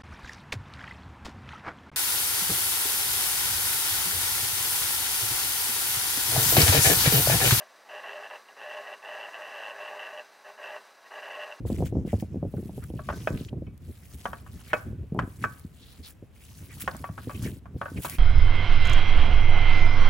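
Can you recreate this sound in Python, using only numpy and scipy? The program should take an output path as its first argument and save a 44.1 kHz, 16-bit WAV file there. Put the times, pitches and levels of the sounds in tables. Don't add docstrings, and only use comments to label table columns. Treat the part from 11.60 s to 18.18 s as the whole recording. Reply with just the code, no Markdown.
import sys
import numpy as np
from scipy import signal
from scipy.fft import rfft, irfft, next_fast_len
from scipy.io import wavfile
from scipy.ndimage import uniform_filter1d

SR = 44100
rng = np.random.default_rng(int(sys.argv[2]) if len(sys.argv) > 2 else 0)


def dump(signal):
    limited = np.clip(np.atleast_2d(signal).T, -1, 1)
    pcm = np.round(limited * 32767).astype(np.int16)
    wavfile.write(sys.argv[1], SR, pcm)


N = 290379
T = np.arange(N) / SR

# [f/Hz, level/dB]
AIR = [(25, -23), (70, -0.5), (200, -14.5), (1000, -32.5), (2600, -36.5), (4500, -46.5), (15000, -50.5)]
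AIR_DB = -54.5
# [t/s, rumble level/dB]
BREEZE = [(0, -30), (.6, -37), (1.3, -38.5), (1.9, -41.5), (2.45, -52.5), (3.3, -45.5), (4.2, -55),
          (4.8, -60.5), (5.05, -43), (5.6, -44), (6.1, -46.5), (6.58, -42.5)]
# [strongest t/s, length/s, rumble level/dB]
GUSTS = [(0.14, 0.13, -31.5), (0.228, 0.11, -29.5), (0.368, 0.08, -25.5), (0.795, 0.21, -36),
         (1.573, 0.097, -35), (1.741, 0.078, -31.5), (2.01, 0.24, -33.5), (2.287, 0.083, -36.5),
         (2.559, 0.087, -40.5), (2.716, 0.076, -37), (2.96, .1, -37), (3.292, 0.14, -37.5),
         (3.415, .08, -33), (3.599, 0.19, -33.5), (3.862, 0.17, -37), (4.411, 0.061, -40.5),
         (5.849, 0.31, -33.5), (6.164, 0.083, -35.5), (6.372, 0.11, -32.5)]
# [f/Hz, level/dB]
RUMBLE = [(20, -39.5), (40, -12), (70, 1.5), (110, -0.5), (180, -7), (280, -15.5), (450, -42), (900, -79.5)]
# [start t/s, peak level/dB, tightness: cut-off/dB re a usual eddy]
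BUFFETS = [(0.049, -24.5, 1.5), (0.098, -19, 1.5), (.141, -26.5, -0.5), (0.117, -26, -1), (0.202, -21, 0),
           (0.221, -18, 2.5), (0.322, -24.5, 0), (0.35, -22.5, 1.5), (0.365, -16, -0.5), (0.447, -23, -1),
           (0.472, -27.5, 0), (0.528, -16.5, 1.5), (0.535, -18, -8.5), (0.622, -21.5, 1),
           (0.741, -27, -0.5), (0.755, -27, -.5), (0.766, -27.5, -3), (0.825, -21, 0.5), (0.848, -24, 0.5),
           (0.936, -24, 1), (0.963, -25, -8.5), (0.978, -25.5, 0), (0.987, -26.5, -2.5), (1.025, -29, -1),
           (1.053, -28.5, -2.5), (1.091, -33, 2), (1.176, -28, 1.5), (1.299, -29.5, 1.5),
           (1.335, -27.5, -0.5), (1.351, -28.5, -6.5), (1.534, -30.5, 2), (1.702, -22.5, -1),
           (1.807, -27.5, -1), (1.926, -24, 1), (2.018, -27.5, -1), (3.27, -30, -2.5), (3.326, -32.5, -2.5),
           (3.518, -21, -2.5), (3.545, -24.5, 1.5), (3.561, -24, 1.5), (3.573, -25.5, 2),
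           (3.582, -23.5, -5.5), (3.632, -25, -2.5), (3.673, -31.5, -1.5), (4.045, -29.5, -5.5),
           (4.622, -34, -1), (5.236, -35.5, -2), (5.493, -27, -6), (5.669, -26, -1.5), (5.79, -28, -6.5),
           (5.822, -29, -6.5), (5.849, -22.5, -4.5), (5.858, -24.5, -1.5), (6.159, -29.5, 0),
           (6.314, -30.5, -2.5), (6.385, -27, -1)]
# [grip t/s, firmest t/s, release t/s, squelch level/dB, fine fizz level/dB]
STROKES = [(0.056, 0.08, 0.33, -52, -55), (0.457, 0.471, 0.69, -56, -58.5),
           (0.826, 1.25, 1.55, -61.5, -58.5), (1.36, 1.738, 1.91, -53, -57),
           (2.197, 2.596, 2.9, -58, -56.5), (2.81, 3.11, 3.335, -56, -58), (3.56, 3.864, 4.12, -61, -59),
           (4.006, 4.302, 4.57, -61.5, -62), (4.722, 5.24, 5.59, -54, -54), (5.482, 5.83, 6, -54, -53),
           (6.151, 6.493, 6.62, -54, -54)]
# [strongest t/s, length/s, squelch level/dB, fine fizz level/dB]
SPURTS = [(0.266, 0.041, -49, -51), (0.607, .04, -50.5, -51.5), (3.838, 0.051, -49.5, -54),
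          (4.483, 0.12, -59.5, -53), (5.217, 0.044, -47, -38.5), (5.85, 0.1, -46.5, -49.5),
          (6.481, 0.19, -47, -42.5)]
REST_DB = -81
SQUELCH_LAW, FIZZ_LAW = 0.71, 0.68
# [f/Hz, level/dB]
SQUELCH = [(400, -2), (900, -0.5), (1800, 2), (3000, 2), (5500, -2.5), (8000, -2), (12000, -23.5)]
# [f/Hz, level/dB]
FIZZ = [(3000, -1.5), (6500, -5), (8500, -1), (11500, 5.5), (13300, 2), (15500, 4.5)]
# [f/Hz, lead of the left microphone/rad]
MEAT_LEAD = [(2500, .2), (3800, 1.25), (5500, 0.27), (11300, 0), (12500, -3), (13800, -3.5), (15200, -6)]
# [start t/s, length/s, level/dB, f/Hz, glide/octaves]
SQUISHES = [(0.298, .17, -71, 6140, 0), (0.472, 0.047, -53, 2110, .2), (.66, 0.15, -73.5, 6000, -.1),
            (.965, .02, -54.5, 1510, -0.035), (1.218, 0.035, -49.5, 1480, 0),
            (1.425, 0.31, -58, 5640, 0.19), (1.773, 0.0074, -44, 2430, 0), (1.792, .02, -53, 3300, -.3),
            (1.881, .018, -49.5, 2900, .4), (3.095, 0.036, -46, 1990, 0), (3.825, 0.0096, -47, 2270, 0),
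            (4.141, 0.26, -59, 3700, .4), (4.215, .03, -57.5, 3950, -.3), (4.425, 0.069, -48, 3960, -0.4),
            (4.816, .015, -56.5, 2380, 0), (4.839, 0.24, -63, 5900, .15), (5.088, 0.06, -51.5, 2040, -.2),
            (5.308, .012, -49.5, 4300, 0), (5.741, 0.027, -49, 2800, .4), (5.842, 0.038, -45, 2100, .3),
            (6.363, 0.028, -43, 2280, -.3), (6.419, .014, -48, 3050, 0), (6.49, 0.09, -46, 2200, 0.35)]
# [t/s, peak level/dB, f/Hz]
POPS = [(0.5996, -32.5, 3000), (1.24, -24.5, 11300), (1.8493, -29, 3700), (2.178, -36, 11500),
        (3.546, -40.5, 11000), (3.9959, -29.5, 10900), (5.2017, -24, 11500), (5.248, -29, 11300),
        (5.367, -22, 8400), (5.825, -24, 8160), (6.498, -10, 11800)]
# [t/s, clack
# level/dB, then level/dB of each mode family: # body, low, middle, upper, high, edge
KNOCKS = [(1.391, -46, -41.5, -43.5, -47, -54, -67, -75, 1.06),
          (1.488, -32.5, -35.5, -36, -38.5, -40, -57, -60, 0.54),
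          (1.5, -35, -38.5, -36.5, -51, -48, -64, -67, 0.8),
          (1.526, -44, -50, -58, -47, -46, -62, -66, 0.83),
          (1.673, -29, -26, -39, -32, -34.5, -37.5, -48, 0.68),
          (2.067, -66, -72, -67, -72, -78, -60, -67, 1.8),
          (2.655, -30.5, -38, -31, -38, -37, -53, -48, 0.87),
          (2.731, -38.5, -42.5, -39.5, -42, -46.5, -63, -56, 0.73),
          (2.864, -53.5, -62, -54, -55, -60, -79, -78, 0.8),
          (3.132, -20.5, -34, -32, -24.5, -22.5, -31, -39, 0.81),
          (3.59, -26.5, -41, -30.5, -33, -33.5, -47, -44.5, 0.66),
          (3.623, -45, -58, -55, -50, -51, -64, -71, 0.7),
          (3.84, -27.5, -42, -31, -26.5, -32, -41, -56, 1.06),
          (5.277, -28.5, -35, -30, -31.5, -36, -45, -50, 0.57),
          (5.347, -47, -46.5, -47, -60, -62, -69, -69, 0.57),
          (5.441, -37, -43, -35.5, -53, -48, -55, -66, 1.1), (5.49, -51, -47, -48, -69, -70, -78, -81, 0.6),
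          (5.578, -40, -53, -43.5, -43, -47, -64, -75, 0.79),
          (5.695, -39.5, -47, -42.5, -52, -50, -57, -64, 0.99),
          (5.711, -49, -58, -54, -61, -58, -53, -63, 0.7), (6.056, -51, -57, -52, -62, -68, -77, -82, 0.85),
          (6.214, -32.5, -36, -34.5, -39, -40, -59, -59, 0.8),
          (6.23, -43, -52, -47, -53, -52, -67, -72, 0.7), (6.256, -37.5, -41, -44, -40, -42, -68, -68, 0.8),
          (6.281, -46, -58, -52, -55, -48, -73, -72, 0.7),
          (6.447, -31.5, -47, -34.5, -42, -40.5, -47, -53, 1.2)]
# [f/Hz, level/dB]
CLACK = [(120, -4), (380, 2), (650, 7), (820, 3), (1200, 5.5), (1780, 2), (2100, -7.5), (2500, -9.5),
         (3100, -13.5), (3900, -23.5), (7000, -29), (15000, -43)]
# [f/Hz, level in its family/dB, t60/s,
# family (rounded: 0 body to 5 edge, 6 is not rung), lead of the left microphone/rad]
DISH = [(585, -1, .05, 0, -.5), (648, -0.5, 0.046, -0.5, -.5), (792, -10, 0.052, 1, -.6),
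        (1027, 0, 0.023, 1, 0.76), (1136, -9.5, 0.16, 1, -0.69), (1257, 1.5, .035, 2, -0.53),
        (1357, -10, .09, 2, .7), (1440, -3, .04, 2, 1.1), (1512, 1.5, 0.089, 3, 1.1),
        (1640, -6, .085, 2.5, 1.2), (1796, -3.5, 0.03, 2.5, 1.1), (2275, -6.5, 0.14, 3.5, -1),
        (2200, -1, 0.023, 4.5, 1.2), (2532, -3, .09, 4, -1), (3103, -0.5, 0.022, 5, 0.87),
        (5520, -15.5, .022, 5, 1), (7100, -18.5, 0.032, 6, 1)]


def undb(db):
    return 10 ** (np.asarray(db) / 20)


def unit(x):
    return x / np.sqrt(np.mean(x ** 2) + 1e-20)


def curves(table):
    t, *columns = np.transpose(table)
    return [np.interp(T, t, column) for column in columns]


def fade(t, t60):
    return np.exp(-np.log(1000) * t / t60)


def colour(x, points):
    n = x.shape[-1]
    size = 2 * next_fast_len(n)
    hz, db = np.transpose(points)
    f = np.maximum(np.arange(size // 2 + 1) * SR / size, 1)
    gain_db = np.interp(np.log(f), np.log(hz), db)
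    cepstrum = irfft(np.log(undb(gain_db)))
    cepstrum[1:size // 2] *= 2
    cepstrum[size // 2 + 1:] = 0
    response = np.exp(rfft(cepstrum))
    return irfft(rfft(x, size) * response)[..., :n]


def passband(x, hz, kind, order=2):
    sections = signal.butter(order, min(hz, SR * .45), kind, fs=SR, output="sos")
    return signal.sosfilt(sections, x)


def walk(rate):
    k = max(int(SR / rate), 1)
    steps = np.repeat(rng.standard_normal(N // k + 1), k)[:N]
    return unit(uniform_filter1d(steps, k))


def spread(pair, side_db):
    mid, side = pair[0], undb(side_db) * pair[1]
    return np.array([mid + side, mid - side])


def add(out, s, sound):
    i = max(int(s * SR), 0)
    out[:, i:i + sound.shape[1]] += sound[:, :max(N - i, 0)]


def swell(s, length_s):
    return np.cos(np.pi * np.clip((T - s) / length_s, -.5, .5))


def air():
    noise = unit(colour(rng.standard_normal((2, N)), AIR))
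    return spread(noise, side_db=-6) * undb(AIR_DB + walk(2))


def breeze():
    slow_db, = curves(BREEZE)
    power = undb(slow_db) ** 2
    for s, length_s, db in GUSTS:
        power += (undb(db) * swell(s, length_s)) ** 2
    return 10 * np.log10(power)


def wind(flutter_db=4.5, rumble_db=-0.5, fine_db=-13.0, fine_growth=0.27, fine_hz=360, side_db=-16):
    level_db = breeze()
    flutter = flutter_db * np.tanh(walk(55))
    rumble = unit(colour(rng.standard_normal((2, N)) * undb(flutter), RUMBLE))
    eddies = rng.standard_normal((2, N)) * undb(2.07 * flutter)
    eddies = passband(eddies, fine_hz, "low", order=4)
    fine = unit(passband(eddies, 170, "high"))
    fine_share_db = fine_db + fine_growth * (level_db - level_db.mean())
    turbulence = undb(rumble_db) * rumble + undb(fine_share_db) * fine
    return spread(undb(level_db) * turbulence, side_db)


def buffets(eddy_hz=325, port_hz=85, swirl=0.11, swirl_s=0.0056, wake=0.012, wake_s=0.0016,
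            lead_s=0.00301, gain_db=2.0, side_db=-17):
    out, t = np.zeros((2, N)), T[:SR // 8]
    peak = int(abs(lead_s) * SR)
    for s, peak_db, tight_db in BUFFETS:
        swirl_shape = t / swirl_s * np.exp(-t / swirl_s)
        push = swirl * rng.standard_normal((2, len(t))) * swirl_shape
        push[0, peak] += 1
        push[0, peak:] += wake * np.exp(-t[:len(t) - peak] / wake_s)
        hz = eddy_hz * undb(tight_db)
        bump = passband(push, hz, "low")
        bump = passband(bump, 2 * hz, "low", order=4)
        bump = passband(bump, port_hz, "high", order=4)
        level = undb(peak_db + gain_db) / np.abs(bump[0]).max()
        add(out, s, spread(bump, side_db) * level)
    return out


def kneading():
    power = np.full((2, N), undb(REST_DB) ** 2)
    for grip, firmest, release, squelch_db, fizz_db in STROKES:
        pressure = np.interp(T, [grip, firmest, release], [0, 1, 0])
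        squelch = undb(squelch_db) * pressure ** SQUELCH_LAW
        fizz = undb(fizz_db) * pressure ** FIZZ_LAW
        power += np.array([squelch, fizz]) ** 2
    for s, length_s, *levels_db in SPURTS:
        power += np.outer(undb(levels_db), swell(s, length_s)) ** 2
    return 10 * np.log10(power)


def grains(n, hz, cycles, scatter_db, width=0.63, glide=0):
    size_draw, when, where, phase = rng.random((len(hz), 4)).T[:, :, None]
    hz = hz[:, None] * 2 ** (glide * (when - .5))
    k = np.arange(SR // 250)
    turns = hz * k / SR
    size = undb(scatter_db * np.minimum(-np.log(size_draw + 1e-12), 4)) * np.sqrt(hz)
    decay = size * np.exp(-np.pi * turns / cycles)
    index = ((when * n).astype(int) + k).ravel()
    lag = width * np.pi * (where - .5)
    channels = []
    for side in (1, -1):
        bursts = decay * np.sin(2 * np.pi * (turns + phase) + side * lag)
        channels.append(np.bincount(index, bursts.ravel(), n)[:n])
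    return unit(np.array(channels))


def hollows(x, depth_db, rate):
    spectrum = rfft(x)
    hz = np.clip(np.fft.rfftfreq(N, 1 / SR), 1000, 16000)
    place = 2 * np.log2(hz / 1000)
    total = 0
    for k in range(int(place[-1]) + 1):
        band = irfft(spectrum * np.maximum(1 - np.abs(place - k), 0), N)
        total = total + band * undb(depth_db * walk(rate))
    return unit(total)


def meat(squelch_db=-1, fizz_db=0.36, smack_db=-11, clump_db=1.9, left_db=1.6):
    squeeze_db, fine_db = kneading()
    smacks = grains(N, rng.uniform(1300, 5000, size=420), cycles=8, scatter_db=2.8)
    squelch = grains(N, rng.uniform(600, 10000, size=14000), cycles=6, scatter_db=2.8)
    fizz = grains(N, rng.uniform(5000, 16000, size=12000), cycles=9, scatter_db=2.5, width=.25)
    hiss = .22 * rng.standard_normal((2, 2, N))
    squelch = hollows(colour(squelch + hiss[0], SQUELCH), depth_db=2.6, rate=30)
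    fizz = unit(colour(fizz + hiss[1], FIZZ))
    clumps = clump_db * walk(45)
    coarse = undb(squelch_db) * squelch + undb(smack_db) * smacks
    coarse = coarse * undb(left_db * np.array([[.5], [-.5]]))
    return coarse * undb(squeeze_db + clumps) + fizz * undb(fine_db + fizz_db + clumps)


def squishes(cycles=7, pitch_spread=0.09, scatter_db=1.5, gain_db=0):
    out = np.zeros((2, N))
    for s, length_s, level_db, hz, glide in SQUISHES:
        n = int(abs(length_s) * SR) + 1
        pitches = hz * np.exp(pitch_spread * rng.standard_normal(size=300))
        swarm = grains(n, pitches, cycles, scatter_db, glide=glide)
        envelope = np.sin(np.pi * np.arange(n) / n)
        add(out, s, swarm * envelope * undb(level_db + gain_db))
    return out


def pops(cycles=2.9, gain_db=-3):
    out, t = np.zeros((2, N)), T[:SR // 50]
    for s, peak_db, hz in POPS:
        phase = rng.standard_normal((2, 1))
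        tick = np.sin(2 * np.pi * hz * t + phase) * np.exp(-t * hz / cycles * 2)
        spray = 0.13 * rng.standard_normal((2, len(t))) * fade(t, 0.013)
        add(out, s, undb(peak_db + gain_db) * (tick + passband(spray, 2700, "high")))
    return out


def microphone_phase(x):
    lead = np.interp(np.fft.rfftfreq(N, 1 / SR), *np.transpose(MEAT_LEAD))
    half = np.exp(.5j * lead)
    return irfft(rfft(x) * np.array([half, 1 / half]), N)


def dish_modes(t, hold, attack_s, detune, bell_law):
    hz, db, t60, _, lead = np.transpose(DISH)[:, :, None]
    half_lead = np.array([.5, -.5])[:, None, None] * lead
    shift, sign = rng.standard_normal((2, len(DISH), 1))
    hz = hz + detune * shift * np.log(1000) / t60
    modes = np.sin(2 * np.pi * hz * t + half_lead) * np.sign(sign) * undb(db)
    modes = modes * fade(t, t60 * np.clip(hold, .2, 2)) * (1 - fade(t, attack_s))
    return modes * np.minimum(hold, 1) ** (bell_law * t60 / t60.max())


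def yard_echo(x, yard_db, yard_t60):
    t = T[:SR // 2]
    tail = rng.standard_normal((2, len(t))) * fade(t, yard_t60)
    tail *= undb(yard_db) / np.linalg.norm(tail[0])
    return passband(signal.fftconvolve(x, tail, axes=1)[:, :N], 2200, "low")


def knocks(clack_db=-4.0, clack_t60=0.063, ring_db=-2.5, attack_s=.0045, detune=0.1, rebound_db=-11,
           rebound_s=.006, yard_db=-16, yard_t60=0.43, side_db=-6, grind_db=-13, grind_t60=0.21, bell_law=3):
    out, t = np.zeros((2, N)), T[:SR // 2]
    blow = SR // 50
    family = np.round(np.transpose(DISH)[3])
    for s, level_db, *family_db, hold in KNOCKS:
        clack = colour(rng.standard_normal((2, len(t))) * fade(t, clack_t60), CLACK)
        grind = colour(rng.standard_normal((2, len(t))) * fade(t, grind_t60), CLACK)
        clack = clack + undb(grind_db) * passband(grind, 1900, "low", order=8)
        sound = spread(clack, side_db) * undb(level_db + clack_db) / np.std(clack[0, :blow])
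        modes = dish_modes(t, hold, attack_s, detune, bell_law)
        for k, ring_level_db in enumerate(family_db):
            ring = modes[:, family == k].sum(axis=1)
            sound += ring * undb(ring_level_db + ring_db) / np.std(ring.mean(axis=0)[:blow])
        add(out, s, sound)
        rebound = s + rebound_s * (.5 + rng.random())
        add(out, rebound, sound * undb(rebound_db))
    return out + yard_echo(out, yard_db, yard_t60)


def scene():
    weather = air() + wind() + buffets()
    mince = microphone_phase(meat() + squishes() + pops())
    return weather + mince + knocks()


def record(dry):
    return signal.sosfilt(signal.ellip(8, .2, 70, 16100, fs=SR, output="sos"), dry)


dry = scene()
out = record(dry)
dump(out)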